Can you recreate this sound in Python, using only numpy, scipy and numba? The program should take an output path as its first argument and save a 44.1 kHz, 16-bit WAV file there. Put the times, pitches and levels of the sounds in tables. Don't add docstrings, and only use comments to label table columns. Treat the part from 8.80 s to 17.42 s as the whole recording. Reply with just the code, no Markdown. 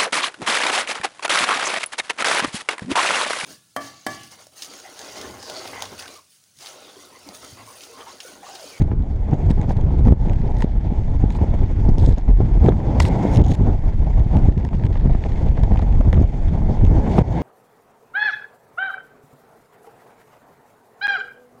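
import sys
import numpy as np
from scipy import signal
from scipy.fft import rfft, irfft, next_fast_len
from scipy.io import wavfile
from scipy.ndimage import uniform_filter1d
from numba import njit

SR = 44100
rng = np.random.default_rng(int(sys.argv[2]) if len(sys.argv) > 2 else 0)


def rack_gain(trim_db):
    fader = np.asarray(trim_db, float)
    return 10 ** (fader / 20)


def digitize_waveform(pressure):
    field = np.atleast_2d(pressure).T
    bounded = np.clip(field, -1, 1)
    quanta = np.round(bounded * 32767).astype(np.int16)
    wavfile.write(sys.argv[1], SR, quanta)


N = 380141

# frequency in Hz, relative level in dB per Hz.
HEAVE_COLOUR = [(10, -17), (20, 1), (36, -5.5), (50, -4.5), (75, -32.5)]
RUMBLE_COLOUR = [(28, -19), (45, -0.5), (80, 1), (150, -9.5), (400, -28), (650, -48)]
ROAR_COLOUR = [(71, -32), (120, -2), (502, -16.5), (863, -17.5), (1230, -40.5), (1600, -42.5),
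               (2080, -49.5), (3520, -120)]
HISS_COLOUR = [(650, -0.5), (1100, -2), (1190, -10), (1370, -6), (2170, -3), (2390, -7), (2760, -12.5),
               (3500, -10), (4040, -18.5), (4410, -14), (4710, -17.5), (5860, -19.5), (6460, -17),
               (9070, -31.5), (15000, -51)]
# calm level in dB, share of the push (a plain factor),
# change in dB when facing the wind, share of a surge (a plain factor).
HEAVE_LAW = (-14, 0.55, -10.5, 0.1448)
RUMBLE_LAW = (-21, 1.46, 3.9, 0.7453)
ROAR_LAW = (-34, 0.5, 16.5, 0.645)
HISS_LAW = (-53.5, 0.2, 11.5, 0.23)
# time in seconds, push of the wind in dB,
# how far the port faces into it (0 is not at all, 1 is head-on; it may go a little past 1).
FLOW = [(0, 5.5, 0.3), (.45, 2, 0.17), (.8, -2, 0.1), (1.25, 5.5, 0), (1.7, -0.5, 0.19), (2.2, 2.5, 0.21),
        (2.7, -1, 0.26), (3.2, 3, 0.2), (3.45, -3.5, 0), (3.8, 1, 0.23), (4.1, 3, 0.77), (4.4, -2, 1.05),
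        (4.65, 5, 0.73), (4.9, 2, 0.22), (5.02, -9.5, 0.09), (5.15, -1, 0.04), (5.6, 0, 0.17),
        (6.3, 2, 0.03), (6.47, -2.5, 0.37), (6.7, -1.5, 0.29), (7.0, -1, 0.11), (7.4, 2.5, 0.17),
        (7.56, -6, 0.3), (7.85, 4, 0.2), (8.1, 3, 0.3), (8.38, -1.5, 0.98), (8.5, 1, 0.88),
        (8.62, -6, 1.26)]
# time in seconds (the spike comes a quarter of the eddy later),
# level in dB, swirl rate in Hz at the middle, surge of the flow around it in dB (below 0 counts as none).
EDDIES = [(0.014, -5, 153, 4), (0.115, -5, 172, 7.5), (0.528, -3, 152, 7.5), (0.702, -7, 160, 11.5),
          (0.791, -9, 161, 10.5), (0.881, -18, 217, 11.5), (.964, -7, 106.5, -5), (1.267, -0.5, 151, 14),
          (1.285, -9.5, 242, 3.5), (1.319, -7, 188, 13), (1.469, -7.5, 159, 2.5), (1.599, -11, 146, -2),
          (1.841, -6, 192, -2.5), (2.12, -9, 186, -2), (2.294, -20, 186, 2), (2.435, -0.5, 142, 4),
          (2.611, -8.5, 190, 10.5), (2.686, -7, 35.4, 7), (2.965, -11, 78.6, 5.5), (3.086, -2.5, 148, 3),
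          (3.18, -14, 278, 1.5), (3.275, -10.5, 282, 14.5), (3.49, -8.5, 181, 7.5),
          (3.602, -10.5, 270, 9.5), (3.773, -9.5, 171, 1.5), (3.847, -3.5, 207, 19), (3.865, -11, 172, 16),
          (3.883, 2, 205, 12), (4.243, -13, 218, -6), (4.449, -4, 223, 3), (4.593, -8, 139.7, 8.5),
          (4.612, -6.5, 95, -0.5), (4.641, -12, 62, -4.5), (4.679, -12, 135, -2.5), (4.714, -4, 132, -2.5),
          (4.809, -6.5, 160, 3), (4.873, -7, 210, 15), (5.06, -21, 163, 18), (5.19, -11.5, 68.4, -2),
          (5.386, -5.5, 50.6, 8), (5.562, -6.5, 154, 12.5), (5.681, -8.5, 156, 7.5), (5.77, -4.5, 163, 10),
          (5.844, -15, 160, 14), (5.943, -10, 162, 2.5), (6.054, -26, 157, 12), (6.159, -30, 183, 4),
          (6.258, -28, 162, 2.5), (6.349, -15.5, 146.3, 0), (6.645, -14.5, 156, 3.5),
          (6.69, -5.5, 60, -4.5), (6.788, -14, 156, -7), (6.82, -5.5, 61, 4), (6.917, -10, 153, 10.5),
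          (6.961, -3.5, 39.2, -2.5), (7.021, -14, 161, 3), (7.201, -11, 185, -4), (7.262, -17.5, 170, 7),
          (7.411, -7.5, 195, 12), (7.722, -11.5, 160, -8), (7.828, -14.5, 173, -2), (7.895, -15, 202, 5),
          (8.032, -8.5, 150, -1.5), (8.114, -12.5, 180, 4), (8.18, -15, 157, 5.5), (8.28, -11, 164, 3.5),
          (8.386, 0, 181, 0)]
# time in seconds, depth for the low sounds in dB, depth for the rush in dB,
# recovery time in seconds.
DIPS = [(0.027, 11, 11, 0.33), (0.139, 2.5, 5.5, 0.16), (1.337, 10, 5, 0.12), (1.858, 4.5, 4.5, 1),
        (3.898, 2, 4, 0.7), (4.621, 3.5, 11, 0.035), (4.727, 12, 7, 0.039), (5.701, 5, 7, 0.33),
        (5.885, 19, 11, 0.024), (6.0, 6.5, 6, 0.026), (6.078, 6, 9, 0.015), (8.423, 15, 16, 0.1)]
# time in seconds, level in dB before buffeting.
WHISTLE = [(4.24, -69.5), (4.3, -41), (4.34, -49.5), (4.368, -42), (4.4, -50.5), (4.43, -42.5),
           (4.48, -41.5), (4.54, -48), (4.62, -69.5)]
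# start in seconds, level in dB before the ringing.
PUFFS = [(0.014, -24), (0.113, -21), (0.53, -19), (0.688, -29), (0.842, -23), (0.905, -15.5), (1.064, -26),
         (1.105, -24.5), (1.28, -14), (1.822, -19), (2.552, -22), (2.586, -24), (3.477, -24),
         (3.606, -21.5), (3.774, -24), (3.919, -16.5), (4.0, -25), (5.69, -21.5), (5.929, -22),
         (6.155, -21.5), (6.293, -18.5), (6.348, -19.5), (6.774, -16.5), (6.831, -18.5), (6.916, -18),
         (6.956, -19.5), (6.992, -18.5), (7.021, -18.5), (7.207, -15.5), (7.328, -13), (7.375, -17),
         (7.397, -31), (7.817, -25), (8.009, -23.5), (8.38, -5.5)]
# frequency in Hz, width in Hz, level in dB.
CAVITY = [(428, 510, -2), (810, 470, -5)]
# start in seconds, level in dB before the ringing,
# brightness in dB (level of the high part against the low part, before each rings).
KNOCKS = [(4.2003, -16.5, -2.5), (4.2025, -7.5, -7), (4.2046, -16.5, -2), (4.2522, -19.5, -26)]
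# frequency in Hz, width in Hz, level in dB.
KNOCK_LOW = [(1020, 350, 2), (2020, 140, 3.5), (2590, 420, -11.5)]
KNOCK_HIGH = [(3430, 450, -17), (4520, 410, -6), (5320, 1000, -11.5), (7040, 410, -20.5),
              (7650, 350, -14.5), (10500, 3500, -29.5)]
# frequency in Hz, width in Hz, level in dB.
BODY = [(3620, 1040, -2.5), (5160, 1200, -9.5), (6430, 340, -7), (8400, 450, -17.5), (11900, 3100, -14.5)]
SHELL = [(922, 91, 9), (1830, 480, 1.6)]
# start in seconds, level in dB before the ringing,
# dullness in dB (how much more, or less, of the burst goes to the shell).
SNAPS = [(0.021, -27.5, -7), (0.123, -44, -1), (0.224, -44.5, 3), (0.511, -36, -7), (.535, -34, -17),
         (0.543, -35, 0), (.563, -40, -7), (0.7058, -27.5, 8.5), (0.8144, -28, -3), (.831, -37, -2),
         (0.895, -31, 0), (0.969, -30, 0), (1.011, -33, -1), (1.252, -31, 2), (1.273, -34, 4),
         (1.289, -28, -5), (1.324, -30, 5.5), (1.4962, -34, 5.5), (1.533, -32.5, 3), (1.769, -34, -6),
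         (1.8054, -33, 9), (1.8221, -19, 3), (1.829, -32, 0), (1.84, -35, 2), (1.8435, -33, 0),
         (2.504, -27, -0.5), (2.55, -34, 2), (3.0903, -30, -17), (3.183, -21, -23), (3.197, -25, -16),
         (3.212, -32, -10), (3.224, -26, -20), (3.232, -36, -14), (3.2493, -32, -23), (3.262, -21.5, -21),
         (3.293, -24, -4), (3.312, -35, -2), (3.325, -30, -21), (3.341, -34, -14), (3.383, -28.5, -13),
         (3.841, -37, 8.5), (3.862, -32, 11), (3.884, -28, -6), (3.89, -19, -11), (4.5493, -21, -20.5),
         (4.559, -20, -18), (4.564, -28, -14), (4.5714, -13, -29), (4.595, -31.5, -4), (4.616, -27, -9),
         (4.64, -23, -24), (4.647, -23.5, -27), (4.657, -29, -18), (4.6645, -25, -16), (4.675, -28, -11),
         (4.6825, -26, -15), (4.688, -32, -18), (4.717, -24.5, 2), (4.8215, -37, -4), (5.395, -31, -3),
         (5.569, -30.5, 6), (5.778, -34, 4), (5.8494, -27.5, 2), (5.7993, -42, 2), (5.8886, -38.5, 9),
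         (5.932, -43, 11), (5.943, -41, 11), (5.9515, -37, -2), (5.985, -39, -2), (6.037, -35, 9),
         (6.053, -38, 11.5), (6.0655, -29, 3), (6.13, -40, 4), (6.155, -37, 12), (6.198, -38, 11),
         (6.2618, -34.5, 4), (6.353, -38.5, -10), (6.4384, -43, 19), (6.686, -38, 7), (6.775, -37, 13),
         (6.8346, -19.5, 0), (6.959, -38, 3), (6.974, -33, 8), (6.992, -35, -3), (7.018, -32, 2.5),
         (7.026, -36, -13), (7.126, -39, 8), (7.208, -35, -3), (7.3286, -19.5, 1.5), (7.343, -37, 7),
         (7.423, -33, -4), (7.476, -41, -3), (8.05, -28, 2), (8.065, -31.5, 3), (8.3879, -20, 3)]
# start in seconds, end in seconds, level in dB before flicker and ringing,
# average crackles a second, dullness in dB (extra level sent to the shell).
STROKES = [(0.698, 0.715, -49.5, 6400, 12.5), (0.888, 0.928, -50.5, 5000, 4), (1.174, 1.205, -49, 1100, -6),
           (1.262, 1.286, -45, 2500, 3), (1.32, 1.328, -47.5, 2500, 13), (1.78, 1.841, -46, 1300, 7),
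           (2.51, 2.577, -48, 530, 7), (3.181, 3.308, -43.5, 1300, 1), (3.308, 3.41, -62, 460, 3),
           (3.831, 3.89, -54, 2500, 17), (4.196, 4.234, -33.5, 3900, 2), (4.232, 4.254, -41.5, 3000, 7),
           (4.248, 4.287, -37, 4400, 5), (4.423, 4.533, -47.5, 1500, 5), (4.535, 4.579, -39, 2800, 0),
           (4.683, 4.727, -40, 4500, -9), (4.734, 4.754, -43.5, 2000, 10), (4.754, 4.79, -58, 1500, 0),
           (5.53, 5.69, -54.5, 800, 11.5), (6.048, 6.06, -50.5, 1200, 13), (8.29, 8.373, -52.5, 5900, 4),
           (8.362, 8.389, -49.5, 3700, 13.5)]
# time in seconds, extra patter in dB.
SLACK = [(0, -8), (.2, -22.5), (1.6, 6), (2.0, 4.5), (5.5, 3), (5.8, 9), (7.0, 9.5), (7.4, -15)]


def column(table, index):
    rows = np.array(table, float)
    return np.interp(np.arange(N) / SR, rows[:, 0], rows[:, index])


def unit(x):
    return x / np.sqrt(np.mean(x ** 2))


def walk(rate):
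    hold = int(SR / rate)
    levels = np.repeat(rng.standard_normal(N // 20)[:N // hold + 1], hold)
    smooth = uniform_filter1d(uniform_filter1d(levels, hold), hold)[:N]
    return smooth / smooth.std()


def ring(x, modes):
    return sum(rack_gain(db) * signal.lfilter(*signal.iirpeak(hz, hz / width, fs=SR), x) for hz, width, db in modes)


def muffle(x, hz):
    return signal.sosfilt(signal.butter(4, hz, fs=SR, output="sos"), x)


def bands(colour, shared_db, own_db, rate):
    size = next_fast_len(N)
    hz = np.arange(1, size // 2 + 2) * SR / size
    points = np.array(colour, float)
    tilt_db = np.interp(np.log(hz), np.log(points[:, 0]), points[:, 1])
    noise = rfft(rng.standard_normal(size)) * rack_gain(tilt_db)
    out = 0
    for centre in np.arange(np.log2(points[0, 0]), np.log2(points[-1, 0]) + 1, .5):
        share = np.cos(np.pi * np.clip(np.log2(hz) - centre, -.5, .5)) ** 2
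        out = out + irfft(noise * share, size)[:N] * rack_gain(shared_db + own_db * walk(rate))
    return unit(out)


def bursts(times, gains, rise, fall, click=0):
    out = np.zeros(N + SR)
    t = np.arange(1024) / SR
    shape = (1 - np.exp(-t / rise)) * np.exp(-t / fall)
    energy = np.sum(shape ** 2) / shape.max() ** 2
    click = np.clip(click, 0, 1)
    noises = rng.standard_normal((len(times), len(t))) * shape
    for s, gain, noise in zip(times, gains, noises):
        start = int(s * SR)
        out[start:start + len(t)] += gain * noise * np.sqrt((1 - click) * energy / np.sum(noise ** 2))
        out[start + shape.argmax()] += gain * np.sqrt(click * energy)
    return out[:N]


def wind():
    flutter, buffet = walk(80), walk(32)
    lull_db = np.minimum(2.0 * walk(17), 1.5)
    push, facing, surge = column(FLOW, index=1), column(FLOW, index=2), surges()

    def flow_gain(law):
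        calm_db, push_share, facing_db, surge_share = law
        return rack_gain(calm_db + push_share * push + facing_db * facing + surge_share * surge)

    heave = bands(HEAVE_COLOUR, 1.4 * buffet + 0.9 * lull_db, own_db=2.5, rate=12)
    rumble = bands(RUMBLE_COLOUR, 2.46 * buffet + 1.3 * lull_db, own_db=0.74, rate=10)
    ragged = np.clip(1 - 0.93 * facing, 0, 1)
    roar_db = ragged * (4.17 * flutter + 1.4 * buffet + 0.16 * lull_db)
    roar = bands(ROAR_COLOUR, roar_db, own_db=1.0, rate=38)
    hiss = bands(HISS_COLOUR, 1.4 * flutter + 2.0 * np.abs(rumble), own_db=1.7, rate=36)
    small_eddies = thumps() * rack_gain(0.87 * push - 9.5 * facing + 0.16 * surge)
    low = heave * flow_gain(HEAVE_LAW) + rumble * flow_gain(RUMBLE_LAW) + small_eddies + eddies()
    rush = roar * flow_gain(ROAR_LAW) + hiss * flow_gain(HISS_LAW) + whistle(buffet)
    return dips(index=1) * steepen(low, lean=0.00092) + dips(index=2) * rush


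def surges():
    build_s, fall_s = 0.036, 0.031
    t, out = np.arange(N) / SR, np.zeros(N)
    for s, _, _, surge_db in EDDIES:
        near = slice(max(int((s - .3) * SR), 0), int((s + .3) * SR))
        u = t[near] - s - .01
        hump = np.exp(-(u / np.where(u < 0, build_s, fall_s)) ** 2)
        out[near] = np.maximum(out[near], surge_db * hump)
    return out


def eddies(turns=1.245, glide=0.51):
    out = np.zeros(N + SR)
    slips = rng.standard_normal(len(EDDIES))
    for (s, db, hz, _), slip in zip(EDDIES, slips):
        u = np.linspace(-1, 1, int(2 * turns * SR / hz))
        phase = 2 * np.pi * turns * (u + glide * u ** 2 / 2) + 0.3 * slip
        start = max(int(s * SR) - len(u) // 4, 0)
        out[start:start + len(u)] -= rack_gain(db) * np.cos(np.pi * u / 2) ** 2 * np.cos(phase)
    return out[:N]


def thumps(rate=14, level_db=-16.5, spread_db=10, shortest_s=0.0219):
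    chance = rng.random((250, 3))
    times = np.cumsum(-np.log(1 - chance[:, 0]) / rate)
    out = np.zeros(N + SR)
    for s, (_, size, span) in zip(times, chance):
        u = np.linspace(-5, 5, int(shortest_s * SR * (1 + 2.6 * span)))
        pulse = (1 - u ** 2) * np.exp(-u ** 2 / 2)
        if s < N / SR:
            start = int(s * SR)
            out[start:start + len(u)] -= rack_gain(level_db + spread_db * size) * pulse
    return out[:N]


def whistle(buffet):
    tone = unit(ring(rng.standard_normal(N), [(2134, 90, 0)]))
    return tone * rack_gain(column(WHISTLE, index=1) + 4.1 * buffet)


def steepen(x, lean):
    t = np.arange(N) / SR
    return np.interp(t + lean * x, t, x)


def dips(index):
    t, db = np.arange(N) / SR, np.zeros(N)
    for row in DIPS:
        start, recovery_s = row[0], row[-1]
        db -= row[index] * (t > start) * np.exp(-np.maximum(t - start, 0) / recovery_s)
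    return rack_gain(uniform_filter1d(db, size=300))


def puffs():
    s, db = np.transpose(PUFFS)
    jets = bursts(s, rack_gain(db), rise=0.0017, fall=0.0033)
    hollow = muffle(ring(jets, CAVITY), hz=930)
    tick = muffle(ring(jets, SHELL), hz=3000)
    return rack_gain(9.5) * hollow + rack_gain(-11.5) * tick


def knocks_on_housing():
    s, db, bright_db = np.transpose(KNOCKS)
    low = ring(bursts(s, rack_gain(db), rise=0.00018, fall=0.00066, click=0.94), KNOCK_LOW)
    high = ring(bursts(s, rack_gain(db + bright_db), rise=0.00026, fall=0.00068, click=0.62), KNOCK_HIGH)
    return rack_gain(13) * (muffle(low, hz=3600) + muffle(high, hz=10100))


def snaps():
    s, db, dull_db = np.transpose(SNAPS)
    sharp = ring(bursts(s, rack_gain(db), rise=0.0005, fall=0.0008, click=.55), BODY)
    blunt = ring(bursts(s, rack_gain(db + dull_db), rise=0.0004, fall=0.0014, click=0.54), SHELL)
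    return rack_gain(-1.0) * muffle(sharp, hz=8600) + rack_gain(4.5) * muffle(blunt, hz=3040)


def rustle(spread=0.22, faint_db=-66, faint_rate=300, faint_dull_db=8):
    t = np.arange(N) / SR
    gain = np.full(N, rack_gain(faint_db))
    rate = np.full(N, float(faint_rate))
    dull = np.full(N, rack_gain(faint_dull_db))
    for start, end, db, crackles, dull_db in STROKES:
        inside = (t > start) & (t < end)
        swell = rack_gain(-3 * (end - t[inside]) / (end - start))
        gain[inside] = rack_gain(db) * swell
        rate[inside] = crackles
        dull[inside] = rack_gain(dull_db)
    gain = uniform_filter1d(gain, size=200) * rack_gain(2.0 + 1.6 * walk(70))
    draw, size, noise = rng.random(N), rng.exponential(size=N), rng.standard_normal(N)
    strength = np.exp(spread * np.minimum(size, 4)) * np.sqrt(SR / rate)
    kicks = (draw < rate / SR) * strength
    grains = gain * signal.lfilter([.1], [1, -.97], kicks) * noise
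    return muffle(ring(grains, BODY) + ring(dull * grains, SHELL), hz=10400)


def off_the_hand(x, lag_s=0.00026, sway_s=0.00005, share=0.33):
    t = np.arange(N) / SR
    echo = np.interp(t - lag_s - sway_s * walk(9), t, x)
    return x + np.clip(share, 0, 1) * echo


def flaps(rate=95, spread_db=11, level_db=-50.5):
    chance = rng.random((900, 2))
    times = np.cumsum(-np.log(1 - chance[:, 0]) / rate)
    slack_db = np.interp(times, *np.transpose(SLACK))
    sizes = rack_gain(level_db + spread_db * chance[:, 1] + slack_db)
    keep = times < N / SR
    ticks = bursts(times[keep], sizes[keep], rise=0.00087, fall=0.0014)
    mix = ring(ticks, SHELL) + rack_gain(-16.5) * ring(ticks, BODY) + rack_gain(-17.5) * ticks
    return muffle(mix, hz=5040)


def scene():
    air = wind() + dips(index=2) * flaps()
    cloth = off_the_hand(snaps() + rustle())
    return (air + puffs() + knocks_on_housing() + cloth)[None, :]


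@njit
def gain_control(x, top, depth, attack, release):
    y, envelope = np.empty(len(x)), 0.
    for i in range(len(x)):
        a = abs(x[i])
        envelope += (a - envelope) * (attack if a > envelope else release)
        y[i] = x[i] * (top / max(envelope, top)) ** depth
    return y


def low_pass(x):
    return signal.sosfilt(signal.butter(12, 15800, fs=SR, output="sos"), x)


def record(dry):
    faded = dry[0] * np.minimum(np.arange(N) / 128, 1)
    x = signal.sosfilt(signal.butter(2, 18, "high", fs=SR, output="sos"), faded)
    x = gain_control(x, rack_gain(-4.5), 0.87, 1 / (0.0021 * SR), 1 / (.07 * SR))
    mix = np.tanh(1.072 * x)[None, :] / 0.97
    return low_pass(mix)


dry = scene()
out = record(dry)
digitize_waveform(out)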